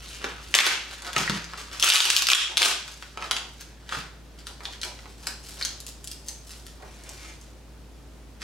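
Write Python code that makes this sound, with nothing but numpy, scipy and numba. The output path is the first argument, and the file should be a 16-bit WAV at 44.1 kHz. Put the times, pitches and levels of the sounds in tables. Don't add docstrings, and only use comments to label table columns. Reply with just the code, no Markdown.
import sys
import numpy as np
from scipy import signal
from scipy.fft import rfft, irfft, next_fast_len
from scipy.io import wavfile
from scipy.ndimage import map_coordinates
from numba import njit

SR = 44100
rng = np.random.default_rng(int(sys.argv[2]) if len(sys.argv) > 2 else 0)


def output_pcm(signal):
    pcm = np.clip(np.atleast_2d(signal).T, -1, 1) * 32767
    wavfile.write(sys.argv[1], SR, np.round(pcm).astype(np.int16))


N = 371762


def amp(db):
    return 10 ** (np.asarray(db) / 20)


def unit(x):
    return x / np.sqrt(np.mean(x ** 2) + 1e-20)


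def along(points, hz):
    f, v = np.transpose(points)
    return np.interp(np.log(hz + 1), np.log(f + 1), v)


def curves(rows):
    s, *cols = np.transpose(rows)
    return [np.interp(np.arange(N) / SR, s, c) for c in cols]


def wobble(knots_per_s):
    knots = rng.standard_normal(int(N * knots_per_s / SR) + 4)
    return map_coordinates(knots, [np.arange(N) * knots_per_s / SR], order=2)


def filtered(x, response):
    m = next_fast_len(x.shape[-1] + SR // 4)
    spectrum = rfft(x, m) * response(np.fft.rfftfreq(m, 1 / SR))
    return irfft(spectrum, m)[..., :x.shape[-1]]


def noise(colour):
    return unit(filtered(rng.standard_normal(N), lambda hz: amp(along(colour, hz))))


# (frequency [Hz], coherence [0-1])
COHERENCE = [(60, 0.68), (250, 0.77), (1200, 0.62), (3000, 0.48), (8000, 0.28), (14000, 0.42)]


def diffuse(pair):
    def mid_side(hz):
        turn_rad = np.arccos(np.clip(along(COHERENCE, hz), -1, 1)) / 2
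        return np.array([np.cos(turn_rad), np.sin(turn_rad)])

    mid, side = filtered(pair, mid_side)
    return np.array([mid + side, mid - side])


# (frequency [Hz], rms level [dB])
HUM = [(56.5, -47.5), (134.6, -63), (195, -81.5)]
# (frequency [Hz], relative level [dB])
AIR_COLOUR = [(15, -11), (35, -10), (70, 1.5), (130, -0.5), (300, -2), (550, -8), (1100, -14.5),
              (2200, -18.5), (5000, -22), (9000, -26.5), (16000, -35.5)]


def background(air_db=-51.0):
    t = np.arange(N) / SR
    hum = 0
    for hz, rms_db in HUM:
        phase_rad = 2 * np.pi * hz * t + .04 * wobble(3)
        hum = hum + np.sqrt(2) * amp(rms_db) * np.sin(phase_rad)
    return hum + amp(air_db) * diffuse(np.array([noise(AIR_COLOUR), noise(AIR_COLOUR)]))


# (frequency [Hz], t60 [s])
ROOM_DECAY = [(150, 0.41), (600, 0.39), (2500, 0.49), (6000, 0.47), (14000, 0.24)]


def room_tail(build_up_s=0.00057):
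    hz, t, z = signal.stft(rng.standard_normal((2, SR * 5 // 8)), SR, nperseg=256)
    decay = amp(-60 * t / along(ROOM_DECAY, hz)[:, None])
    tail = signal.istft(z * decay, SR, nperseg=256)[1]
    build_up = 1 - np.exp(-np.arange(tail.shape[1]) / SR / build_up_s)
    tail = diffuse(tail * build_up)
    return tail / np.linalg.norm(tail[0])


def workshop(x, tail_db=-2, bounce=.48, wall=0.17, blocks=80):
    out, step = np.zeros((2, N + 2 * SR)), N // blocks + 1
    for start in range(0, N, step):
        answer = amp(tail_db) * room_tail()
        bounce_s = rng.uniform(.005, .0057)
        answer[:, round(SR * bounce_s)] += bounce
        walls_s = rng.uniform(.002, 0.027, size=4)
        for side in answer:
            arrival_s = walls_s + rng.uniform(0, .00012, size=4)
            side[(SR * arrival_s).astype(int)] += wall
        wet = signal.fftconvolve(x[None, start:start + step], answer, axes=1)
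        out[:, start:start + wet.shape[1]] += wet
    return out[:, :N]


# (time [s], relative ring level [dB], relative thud level [dB])
LANDINGS = [(.243, -52, -48), (1.164, -45, -32), (1.196, -32.5, -38), (1.295, -25, -34), (1.335, -27, -39),
            (3.967, -39, -37.5)]
# (frequency [Hz], relative level [dB], t60 [s])
BENCH_MODES = [(127, -14, 0.19), (163.6, -2, 0.86), (195.3, -0.5, 0.29), (290, -10, 0.32),
               (395.4, -17, 0.39), (454, -11, 0.22), (594, -22, .15)]
# (frequency [Hz], relative level [dB])
THUD_COLOUR = [(30, -18), (85, 1), (130, 14), (200, 4), (270, 7.5), (380, -10), (600, -40), (2000, -70)]


def bench(ring_trim_db=-4.5, mode_scatter_db=2.4, thud_t60_s=0.18, onset_s=0.0031):
    out, t = np.zeros(N + SR), np.arange(SR * 3 // 4) / SR
    thuds = noise(THUD_COLOUR)
    for s, ring_db, thud_db in LANDINGS:
        ring = 0
        for hz, mode_db, t60_s in BENCH_MODES:
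            decay_db = mode_db + rng.normal(0, mode_scatter_db) - 60 * t / t60_s
            ring = ring + amp(decay_db) * np.sin(2 * np.pi * hz * t)
        start = round(s * SR)
        thud = amp(thud_db - 60 * t / thud_t60_s) * thuds[start:][:len(t)]
        landing = amp(ring_db + ring_trim_db) * ring + thud
        out[start:][:len(t)] += landing * (1 - np.exp(-t / onset_s))
    return out[:N]


# (time [s], level [dB])
STEP_AWAY = [(6.85, -59), (7.04, -58), (7.07, -51), (7.16, -56), (7.24, -46.5), (7.32, -52), (7.4, -79),
             (7.6, -91)]
# (frequency [Hz], relative level [dB])
CLOTH_COLOUR = [(100, -11), (700, -8), (1200, -7), (1750, -4.5), (2350, -1.5), (3300, -8), (4200, -10),
                (5700, -8), (9000, -14.5), (16000, -35)]


def clothing(rough_db=3.0):
    s, db = np.transpose(STEP_AWAY)
    level_db = np.interp(np.arange(N) / SR, s, db, left=-120)
    return amp(level_db) * unit(noise(CLOTH_COLOUR) * amp(rough_db * wobble(250)))


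STROKE_SWING_DB, STROKE_CURVE = 19.5, 1.24


def strokes(peak_s, rise_s, fall_s, db):
    t = np.arange(0, N, 32) / SR
    since_s = t[:, None] - peak_s
    away = np.abs(since_s / np.where(since_s < 0, rise_s, fall_s))
    level_db = db - STROKE_SWING_DB * away ** STROKE_CURVE
    rows = np.column_stack([t, level_db.max(axis=1), level_db.argmax(axis=1)])
    loudest_db, leader = curves(rows)
    return np.maximum(loudest_db, -120), np.round(leader).astype(int)


# (time of greatest speed [s], length [s], level [dB])
SLIDES = [(.26, .18, -50), (0.608, 0.14, -32), (0.837, .35, -51), (1.06, 0.2, -45), (1.21, 0.17, -66),
          (1.73, 0.062, -55), (1.915, .25, -40), (2.058, 0.1, -34), (2.32, 0.5, -56), (2.514, 0.085, -38.5),
          (2.641, 0.19, -28), (2.815, 0.46, -52.5), (3.22, 0.16, -46), (3.356, 0.28, -45),
          (3.984, .12, -56), (4.5, 0.089, -55.5), (4.65, 0.26, -51), (4.869, 0.16, -45), (5.052, 0.11, -51),
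          (5.273, .25, -52), (5.616, 0.48, -55), (6.29, 0.12, -58), (6.828, .11, -45.5), (7.08, .16, -54)]
# (frequency [Hz], relative level [dB])
RUB_COLOUR = [(40, -11), (150, -17), (380, 2.5), (600, 1.5), (900, 6.5), (1300, -2.5), (2500, -14.5),
              (8000, -64)]


def rubbing(rise_share=0.36, catch_db=2.5):
    s, length_s, db = np.transpose(SLIDES)
    rub_db, _ = strokes(s, rise_share * length_s, (1 - rise_share) * length_s, db)
    catching = amp(catch_db * wobble(180))
    return amp(rub_db) * unit(noise(RUB_COLOUR) * catching)


# (frequency [Hz], relative level [dB])
FILM_COLOUR = [(100, 3), (400, 8), (620, -0.5), (900, -0.5), (1350, 4), (2100, -2), (3100, -1), (5000, 0.5),
               (8500, -2), (12000, -5.5), (16000, -14)]


def causal(points, size):
    cepstrum = irfft(np.log(amp(along(points, np.fft.rfftfreq(size, 1 / SR)))))
    cepstrum[1:size // 2] *= 2
    cepstrum[size // 2 + 1:] = 0
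    return np.exp(rfft(cepstrum))


def buckles(times_s, sizes, pitch_hz, sharpness, cycles, flutter, size=384):
    t, hz, pitch = np.arange(size) / SR, np.fft.rfftfreq(size, 1 / SR), pitch_hz[:, None]
    shake = rng.standard_normal((len(times_s), size)) * np.exp(-t / (cycles / pitch + 0.0013))
    push = 1 + flutter * rfft(shake / np.linalg.norm(shake, axis=1)[:, None])
    travel = np.exp(-2j * np.pi * np.sqrt(hz / 1500))
    width_hz = pitch / np.reshape(np.maximum(sharpness, .15), (-1, 1))
    patch = 1j * hz * width_hz / (pitch ** 2 - hz ** 2 + 1j * hz * width_hz)
    waves = irfft(push * travel * patch ** 2 * causal(FILM_COLOUR, size))
    gain = sizes * np.sqrt(SR / 1000) / np.linalg.norm(waves, axis=1)
    waves *= gain[:, None]
    at = np.round(np.abs(times_s) * SR).astype(int)[:, None] + np.arange(size)
    return np.bincount(at.ravel(), waves.ravel(), N)[:N]


# (time [s], click level over 1 ms [dB])
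TAPS = [(.243, -16), (1.164, -10), (2.66, -11.5), (3.174, -22), (3.224, -21), (3.924, -19), (4.606, -33.5),
        (5.057, -39), (6.825, -43)]
# (frequency [Hz], relative level [dB], t60 [s])
PACKET_MODES = [(724, -4, 0.03), (850, -3, .07), (1270, -15, 0.07), (1320, 8.5, 0.048)]


def taps(click_hz=1320, ring_db=-19.5, mode_scatter_db=1.8):
    s, db = np.transpose(TAPS)
    out, t = np.zeros(N + SR), np.arange(SR // 6) / SR
    for start_s, tap_db in TAPS:
        ring = 0
        for hz, mode_db, t60_s in PACKET_MODES:
            decay_db = mode_db + rng.normal(0, mode_scatter_db) - 60 * t / t60_s
            ring = ring + amp(decay_db) * np.sin(2 * np.pi * hz * t)
        out[round(start_s * SR):][:len(t)] += amp(tap_db + ring_db) * ring
    pitch_hz = np.full(len(s), click_hz)
    clicks = buckles(s, amp(db), pitch_hz, sharpness=0.53, cycles=0.53, flutter=1.2)
    return out[:N] + clicks


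# (time of greatest force [s], rise [s], fall [s], level [dB], pitch [Hz])
GRIPS = [(0.098, 0.22, 0.47, -42.5, 3330), (0.262, 0.12, 0.16, -37, 1510), (0.554, 0.0053, 0.024, -8, 2700),
         (.598, 0.034, 0.044, -8.5, 2450), (.665, 0.053, 0.034, -13, 2400), (.93, 0.14, 0.14, -41.5, 2480),
         (1.061, 0.065, 0.2, -35, 1740), (1.185, 0.045, 0.14, -25.5, 1840),
         (1.35, 0.15, 0.085, -33.5, 1880), (1.58, 0.028, 0.084, -38.5, 2180),
         (1.74, 0.077, 0.16, -41, 2400), (1.833, 0.0065, 0.3, -14.5, 3000), (1.951, 0.11, 0.15, -8, 3300),
         (2.11, .02, 0.053, -20, 3630), (2.173, 0.035, 0.042, -14.5, 3900),
         (2.324, 0.036, 0.062, -12, 3150), (2.52, .08, 0.025, -38, 2760),
         (2.652, 0.061, 0.061, -11.5, 3470), (2.92, 0.17, 0.18, -45.5, 3500),
         (3.23, 0.065, 0.096, -38, 1700), (3.345, .04, 0.12, -47.5, 3940),
         (3.61, 0.018, 0.026, -39.5, 3700), (3.95, 0.074, 0.11, -33.5, 1990),
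         (4.39, 0.019, 0.044, -48.5, 2480), (4.48, 0.037, 0.11, -48.5, 3600),
         (4.635, 0.019, 0.075, -46, 3500), (4.73, 0.043, .04, -45.5, 3020),
         (4.835, 0.026, 0.094, -39, 3800), (5.275, 0.07, 0.079, -41.5, 3800), (5.48, 0.1, 0.17, -44, 5100),
         (5.645, 0.15, 0.12, -42, 3900), (5.88, 0.016, 0.054, -43, 5800), (6.11, 0.051, 0.092, -49, 5800),
         (6.29, 0.062, 0.1, -46.5, 5800), (6.5, 0.082, 0.14, -45.5, 5270),
         (6.67, 0.038, 0.093, -50.5, 5030), (7.15, 0.26, 0.38, -51.5, 4300),
         (8.425, 0.022, .05, -38.5, 2190)]
# (time [s], level [dB])
HELD = [(0, -46), (3.0, -51.5), (3.7, -59), (4.2, -66), (5.1, -57), (5.8, -61), (6.4, -61), (7.35, -58),
        (7.6, -71)]


def crinkle(scatter_db=5, pitch_spread=0.3, count=4600):
    s, rise_s, fall_s, db, pitch_hz = np.transpose(GRIPS)
    grip_db, grip = strokes(s, rise_s, fall_s, db)
    level_db = np.maximum(grip_db, curves(HELD)[0])
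    at = rng.integers(0, N, count)
    size, detune = np.clip(rng.standard_normal((2, count)), -1.5, 1.5)
    pitch = np.clip(pitch_hz[grip[at]] * np.exp(pitch_spread * detune), 300, SR / 3)
    swarm = buckles(at / SR, amp(scatter_db * size), pitch, sharpness=0.42, cycles=1.26, flutter=0.93)
    return amp(level_db) * unit(swarm)


# (time [s], tension [0-1])
TENSION = [(.5, 0.8), (.58, 0.47), (.8, 0.8), (.95, 0.05), (1.75, 0), (1.83, 0.95), (2.45, 0.89),
           (2.65, 0.7), (2.9, 0)]


def creases(above_grip_db=6, scatter_db=1.5, pitch_spread=0.19, count=760):
    s, rise_s, fall_s, db, pitch_hz = np.transpose(GRIPS)
    grip_db, grip = strokes(s, rise_s, fall_s, db)
    at = ((np.arange(count) + rng.random(count)) * N / count).astype(int)
    size, detune = np.clip(rng.standard_normal((2, count)), -1.5, 1.5)
    tension = np.clip(curves(TENSION)[0][at], 0, 1)
    sizes = tension * amp(grip_db[at] + above_grip_db + scatter_db * size)
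    pitch = pitch_hz[grip[at]] * np.exp(pitch_spread * detune)
    return buckles(at / SR, sizes, pitch, sharpness=1.0, cycles=1.0, flutter=1.3)


# (time [s], level over 1 ms [dB], pitch [Hz], resonance sharpness [Q])
SNAPS = [(0.541, -4.5, 3000, 0.88), (.55, -1, 2100, 0.33), (0.588, 6, 2230, 1.17), (.603, 3, 2250, 1.9),
         (0.665, -6.5, 2600, 0.22), (0.911, -29.5, 3300, 0.85), (1.021, -28.5, 3270, 0.51),
         (1.131, -24, 3080, 0.25), (1.181, -14.5, 2220, 0.45), (1.277, -14.5, 1930, 3.6),
         (1.297, -14, 1590, 0.32), (1.443, -28.5, 3330, 0.5), (1.535, -25.5, 1590, .5),
         (1.798, -16.5, 4870, 0.68), (1.826, -4.5, 3100, 0.62), (1.843, -3.5, 4200, 0.27),
         (1.901, 2.5, 2650, 0.76), (1.921, 0.5, 2870, 1.5), (1.958, 3, 3800, 0.97), (2.004, 6, 2720, 0.58),
         (2.054, -2.5, 3370, 0.39), (2.102, 1, 3500, 0.66), (2.165, 0.5, 4550, 1.2),
         (2.222, -5.5, 3660, 0.36), (2.269, -3.5, 3990, .8), (2.287, -2.5, 3240, 0.54),
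         (2.301, 0, 3000, 0.88), (2.317, 2, 2720, 0.52), (2.333, 7.5, 2980, 1.1), (2.349, 4, 2870, .4),
         (2.571, -1, 2650, 0.66), (2.577, -1.5, 3700, .55), (2.619, -2, 2800, 0.63), (2.629, 0, 3280, 0.69),
         (2.657, -3, 2670, 0.43), (2.879, -25.5, 2660, 0.53), (3.025, -25.5, 2040, 0.47),
         (3.311, -9.5, 2260, 0.47), (3.366, -15.5, 2540, .6), (3.616, -36, 2300, .6),
         (3.892, -27, 2120, 0.63), (4.469, -27, 3040, 0.27), (4.654, -22, 3100, 1.24),
         (4.735, -34, 2800, 1.1), (4.815, -25.5, 5000, 0.94), (4.832, -20, 2950, 0.87),
         (4.99, -38.5, 2450, 0.88), (5.27, -18, 3830, 0.51), (5.612, -23, 2380, 0.78),
         (5.625, -17.5, 4200, 4.7), (5.65, -16.5, 4050, 0.44), (5.803, -30.5, 7100, 0.7),
         (5.866, -29, 6700, .4), (6.043, -31, 7000, 0.39), (6.074, -27, 6900, 0.77),
         (6.115, -27, 6240, 0.65), (6.285, -22.5, 6150, 1.2), (6.666, -34.5, 7140, 0.38),
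         (7.037, -39.5, 8100, .8), (7.092, -31, 6600, 1.1), (7.413, -42, 6350, 1.6)]


def snaps():
    s, db, pitch_hz, sharpness = np.transpose(SNAPS)
    return buckles(s, amp(db), pitch_hz, sharpness, cycles=0.6, flutter=1.94)


# (frequency [Hz], relative level [dB])
TAUT_COLOUR = [(300, -7), (900, -4), (1400, -5), (2000, -6), (2600, -0.5), (3150, -0.5), (4200, -5.5),
               (6000, -4), (12000, -2.5)]


def stretched(film):
    tension = np.clip(curves(TENSION)[0], 0, 1)
    taut = filtered(film, lambda hz: amp(along(TAUT_COLOUR, hz)))
    return (1 - tension) * film + tension * taut


# (frequency [Hz], phase [rad])
SIDE_PHASE = [(0, 0), (2500, -1.21), (4650, 0.81), (9910, 0.87), (13700, 0.98), (16100, -0.1)]


def direct(x):
    # (Hz, dB gained on the left and lost on the right)
    shade = [(300, -1.6), (1000, -1.0), (2500, 0.49), (4500, 1.0), (9000, 0.5)]

    def sides(hz):
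        left = amp(along(shade, hz)) * np.exp(.5j * along(SIDE_PHASE, hz))
        return np.array([left, 1 / left])

    return filtered(x, sides)


def scene():
    film = stretched(snaps() + creases() + crinkle())
    handling = film + taps() + rubbing() + clothing()
    wood = bench()
    wood_sides = wood * amp([[-1], [1]])
    return direct(handling) + wood_sides + workshop(handling + .5 * wood) + background()


@njit
def follow(x, rise, fall):
    out, level = np.zeros(len(x)), 0.
    for i in range(len(x)):
        level += (x[i] - level) / (rise if x[i] > level else fall)
        out[i] = level
    return out


def record(dry, threshold_db=-19, release_s=0.032, slow_share=0.72, top_hz=16300):
    window, attack = .006 * SR, .0005 * SR
    power = follow(np.mean(dry ** 2, axis=0), window, window)
    over_db = np.maximum(10 * np.log10(power + 1e-12) - threshold_db, 0)
    fast_db = follow(over_db, attack, release_s * SR)
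    slow_db = follow(slow_share * fast_db, .25 * SR, .6 * SR)
    limited = np.clip(dry * amp(-np.maximum(fast_db, slow_db)), -1, 1)
    return filtered(limited, lambda hz: hz < top_hz)


dry = scene()
out = record(dry)
output_pcm(out)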